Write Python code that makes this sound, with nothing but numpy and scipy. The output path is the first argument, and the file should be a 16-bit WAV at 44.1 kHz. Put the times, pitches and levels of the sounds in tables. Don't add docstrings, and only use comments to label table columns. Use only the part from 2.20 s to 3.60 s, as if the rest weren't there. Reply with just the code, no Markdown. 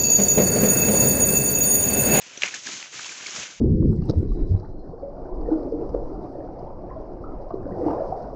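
import sys
import numpy as np
from scipy import signal
from scipy.fft import rfft, irfft, next_fast_len
from scipy.io import wavfile
from scipy.ndimage import map_coordinates

SR = 44100
rng = np.random.default_rng(int(sys.argv[2]) if len(sys.argv) > 2 else 0)


def put_to_file(sound):
    columns = np.atleast_2d(sound).T
    safe = np.clip(columns, -1, 1)
    whole_steps = np.round(safe * 32767)
    wavfile.write(sys.argv[1], SR, whole_steps.astype(np.int16))


N = 61739
T = np.arange(N) / SR
TOP_HZ = 8520


def amp(db):
    return 10 ** (np.asarray(db) / 20)


def unit(x):
    return x / np.sqrt(np.mean(x ** 2) + 1e-20)


def filtered(x, response):
    size = next_fast_len(N + 8192)
    return irfft(rfft(x, size) * response(np.fft.rfftfreq(size, 1 / SR)), size)[:N]


def coloured(x, spectrum):
    f, db = np.transpose(spectrum)
    return filtered(x, lambda hz: amp(np.interp(np.log(hz + 1), np.log(f), db)) * (hz < TOP_HZ))


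def noise(spectrum):
    return unit(coloured(rng.standard_normal(N), spectrum))


def resonance(centre_hz, width_oct, skirt_db):
    def shape(hz):
        octaves = np.log2((hz + 1) / centre_hz)
        peak = np.exp(-.5 * (octaves / width_oct) ** 2)
        skirt = amp(skirt_db) * np.exp(-.5 * (octaves / 1.6) ** 2)
        return (peak + skirt) * (hz < TOP_HZ)
    band = filtered(rng.standard_normal(N), shape)
    phase = np.angle(signal.hilbert(band, next_fast_len(N))[:N])
    return unit(filtered(np.cos(phase), lambda hz: np.sqrt(shape(hz))))


def burst(start_s, attack_s, decay_s):
    t = np.maximum(T - start_s, 0)
    return (1 - np.exp(-t / attack_s)) * np.exp(-t / decay_s)


def grains(per_s, centre_hz, spread, cycles, scatter_db):
    onset, pitch_a, pitch_b, chance = rng.random((int(per_s * N / SR), 4)).T[:, :, None]
    hz = np.clip(centre_hz * np.exp(spread * (pitch_a + pitch_b - 1)), 40, TOP_HZ)
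    size = amp(-scatter_db * np.log(np.maximum(chance, np.exp(-4))))
    age = np.arange(SR // 100)
    rings = size * np.sin(2 * np.pi * hz * age / SR) * np.exp(-hz * age / SR / cycles)
    at = (onset * N).astype(int) + age
    return unit(np.bincount(at.ravel(), rings.ravel(), N)[:N])


# f/Hz, level/dB
FIELD_SPECTRUM = [(25, -12), (70, -15), (125, 4.5), (240, -11.5), (550, 2), (900, -2.5), (1400, -3),
                  (2400, 5), (4500, -4.5), (6500, -10.5), (8000, -15.5)]

def field_hiss():
    return amp(-53) * noise(FIELD_SPECTRUM)


# f/Hz, level/dB
SLIDE_SPECTRUM = [(500, -33), (2000, -16.5), (3000, -6), (3900, -6.5), (4900, -6), (5700, -2.5), (6500, 1),
                  (7400, -4.5), (8200, -4)]

def sliding():
    slips = grains(per_s=3500, centre_hz=5650, spread=0.77, cycles=1.3, scatter_db=0)
    return unit(unit(coloured(slips, SLIDE_SPECTRUM)) + noise(SLIDE_SPECTRUM))


# f/Hz, level/dB
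CRINKLE_SPECTRUM = [(200, -39.5), (700, -10.5), (1150, -5.5), (1600, -1), (1900, -2.5), (2300, 0.5),
                    (2900, 0), (3700, -5.5), (6000, -21)]

def crinkling():
    clicks = grains(per_s=900, centre_hz=2254, spread=0.907, cycles=1.9, scatter_db=3.5)
    return unit(unit(coloured(clicks, CRINKLE_SPECTRUM)) + amp(3.5) * noise(CRINKLE_SPECTRUM))


# f/Hz, level/dB
FLAP_SPECTRUM = [(25, -33.5), (60, -18), (90, -9.5), (130, -3), (190, -5), (320, -2.5), (600, -3.5),
                 (1000, -4.5), (2000, -19.5)]

def flapping():
    pats = grains(per_s=250, centre_hz=449, spread=1.25, cycles=1.8, scatter_db=4)
    return unit(unit(coloured(pats, FLAP_SPECTRUM)) + noise(FLAP_SPECTRUM))


# t/s, hiss level/dB, crinkle level/dB
LEAF_MOTION = [(0, -48, -52), (.16, -49, -48), (0.209, -43, -47), (0.258, -33.5, -34.5),
               (0.309, -42.5, -47), (0.348, -39, -37), (0.419, -44, -53), (0.478, -37, -38),
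               (.56, -37, -42), (0.661, -44.5, -44.5), (.705, -49, -54.5), (0.734, -40, -42.5),
               (0.862, -37, -41.5), (.97, -42, -45), (1.04, -41, -42), (1.13, -37, -40), (1.2, -34, -38),
               (1.291, -44, -45.5), (1.39, -50, -56.5)]
FLAP_DB, FLAP_FOLLOWS_CRINKLE = -54, 0.83
CATCH_DB, CATCH_KNOTS_PER_S = 1.21, 110

def leaves():
    times, hiss_db, crinkle_db = np.transpose(LEAF_MOTION)
    hiss_db, crinkle_db = np.interp(T, times, hiss_db), np.interp(T, times, crinkle_db)
    flap_db = FLAP_DB + FLAP_FOLLOWS_CRINKLE * (crinkle_db - crinkle_db.mean())
    catch = map_coordinates(rng.standard_normal(1024), [T * CATCH_KNOTS_PER_S], mode="wrap")
    rustle = amp(hiss_db) * sliding() + amp(crinkle_db) * crinkling() + amp(flap_db) * flapping()
    return amp(CATCH_DB * catch) * rustle


# t/s, level/dB, f/Hz, decay time/s, width/octaves
RIB_TICKS = [(0.1741, -30.5, 2920, 0.0032, 0.27), (0.1745, -29.5, 6000, 0.0038, 0.095),
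             (0.195, -38, 2600, 0.0012, .25), (.2775, -17, 2310, 0.0009, 0.23),
             (.2825, -21, 2570, .001, .25), (0.2915, -30, 2260, 0.0021, 0.22),
             (0.3096, -29.5, 2330, 0.0022, 0.13), (0.34, -26.5, 1720, 0.0041, 0.24),
             (0.3415, -29, 5840, 0.011, 0.95), (0.4682, -25.5, 5550, 0.0038, 0.8),
             (0.472, -23, 1760, 0.002, 0.22), (0.6269, -24.5, 2180, 0.0015, 1),
             (0.7935, -25.5, 1365, .0022, 0.26), (0.845, -29.5, 2700, 0.0033, 0.45),
             (.893, -25, 2360, .0015, 0.25), (1.0625, -28, 2255, 0.0048, 0.06),
             (1.067, -26.5, 4500, 0.0036, 0.8), (1.108, -29.5, 5900, 0.0036, 0.17),
             (1.161, -27.5, 5600, .003, 0.29)]

def ticks():
    return sum(amp(db) * burst(start, 0.00035, decay) * resonance(hz, width, skirt_db=-25)
               for start, db, hz, decay, width in RIB_TICKS)


# t/s, level/dB, f/Hz, decay time/s
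STALK_KNOCKS = [(0.175, -35, 396, 0.0054), (.234, -27.5, 430, 0.0076), (0.237, -43, 140, .015),
                (0.489, -47.5, 292, 0.073), (0.536, -45.5, 134, 0.019), (0.757, -43, 1110, 0.0032),
                (0.842, -46.5, 700, 0.0071), (1.063, -40.5, 260, 0.0045), (1.182, -38, 400, 0.0039)]
KNOCK_HIGHPASS_HZ = 70

def knocks():
    bumps = sum(amp(db) * burst(start, .001, decay) * resonance(hz, width_oct=0.63, skirt_db=-37)
                for start, db, hz, decay in STALK_KNOCKS)
    return filtered(bumps, lambda hz: hz ** 4 / (hz ** 4 + KNOCK_HIGHPASS_HZ ** 4))


# t/s, level/dB, f/Hz at the peak, rise time/s, relative splinter level/dB
STALK_BREAKS = [(.2206, -14, 2450, .0005, -11), (.2341, -5.3, 2400, .00075, -18.5)]
# f/Hz, level/dB
SPLINTER_SPECTRUM = [(300, -24), (1100, -13.5), (1750, -2), (2300, 1), (2900, 1.5), (3700, -5.5),
                     (5000, -8.5), (6600, -4), (8000, -16.5)]
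SNAP_RISE_HZ_PER_S = 330000

def snaps():
    out = np.zeros(N)
    for start, db, hz, peak_s, splinter_db in STALK_BREAKS:
        t = np.maximum(T - start, 0)
        rise = t / peak_s
        turns = hz * t + SNAP_RISE_HZ_PER_S * (t / 2 - peak_s) * t
        ring = rise * np.exp((1 - rise ** 2) / 2) * np.sin(2 * np.pi * turns)
        spray = burst(start, 0.00021, 0.0036) + amp(1.5) * burst(start, 0.00065, 0.0049)
        out += amp(db) * (ring + amp(splinter_db) * spray * noise(SPLINTER_SPECTRUM))
    return out


# f/Hz, level/dB
HUSK_SPECTRUM = [(40, -36), (300, -15), (1100, -3.5), (1750, -3), (2800, -4), (4000, -7), (8000, -5)]
TEAR_START_S, TEAR_END_S, TEAR_RELEASE_S, TEAR_DB = .239, .271, .009, -33.5

def tear():
    release = np.exp(-np.maximum(T - TEAR_END_S, 0) / TEAR_RELEASE_S)
    envelope = burst(TEAR_START_S, attack_s=0.00081, decay_s=.3) * release
    fibres = grains(per_s=2200, centre_hz=2280, spread=0.29, cycles=1.1, scatter_db=1.2)
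    return amp(TEAR_DB) * envelope * unit(coloured(fibres, HUSK_SPECTRUM))


# t/s, level/dB, Gaussian half-width/s, low-pass cutoff f/Hz
FOOTFALLS = [(1.192, -45, 0.029, 1110), (1.383, -59.5, 0.035, 160)]
# f/Hz, level/dB
SOIL_SPECTRUM = [(12, -30), (28, -14.5), (60, -5.5), (130, -3.5), (380, -7), (800, -9.5), (1400, -25),
                 (3000, -57)]

def steps():
    out = np.zeros(N)
    for centre, db, half_width, cutoff_hz in FOOTFALLS:
        soil = unit(filtered(noise(SOIL_SPECTRUM), lambda hz: 1 / (1 + (hz / cutoff_hz) ** 4)))
        pressure = np.exp(-.5 * ((T - centre) / half_width) ** 2)
        out += amp(db) * pressure * soil
    return out


def scene():
    return (field_hiss() + leaves() + ticks() + knocks() + snaps() + tear() + steps())[None]


# f/Hz, level/dB
MICROPHONE_RESPONSE = [(20, -4), (7200, 0.5), (7650, -2.5), (8000, -16), (8400, -27), (8600, -47)]

def record(dry):
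    return np.array([coloured(x, MICROPHONE_RESPONSE) for x in dry])


dry = scene()
out = record(dry)
put_to_file(out)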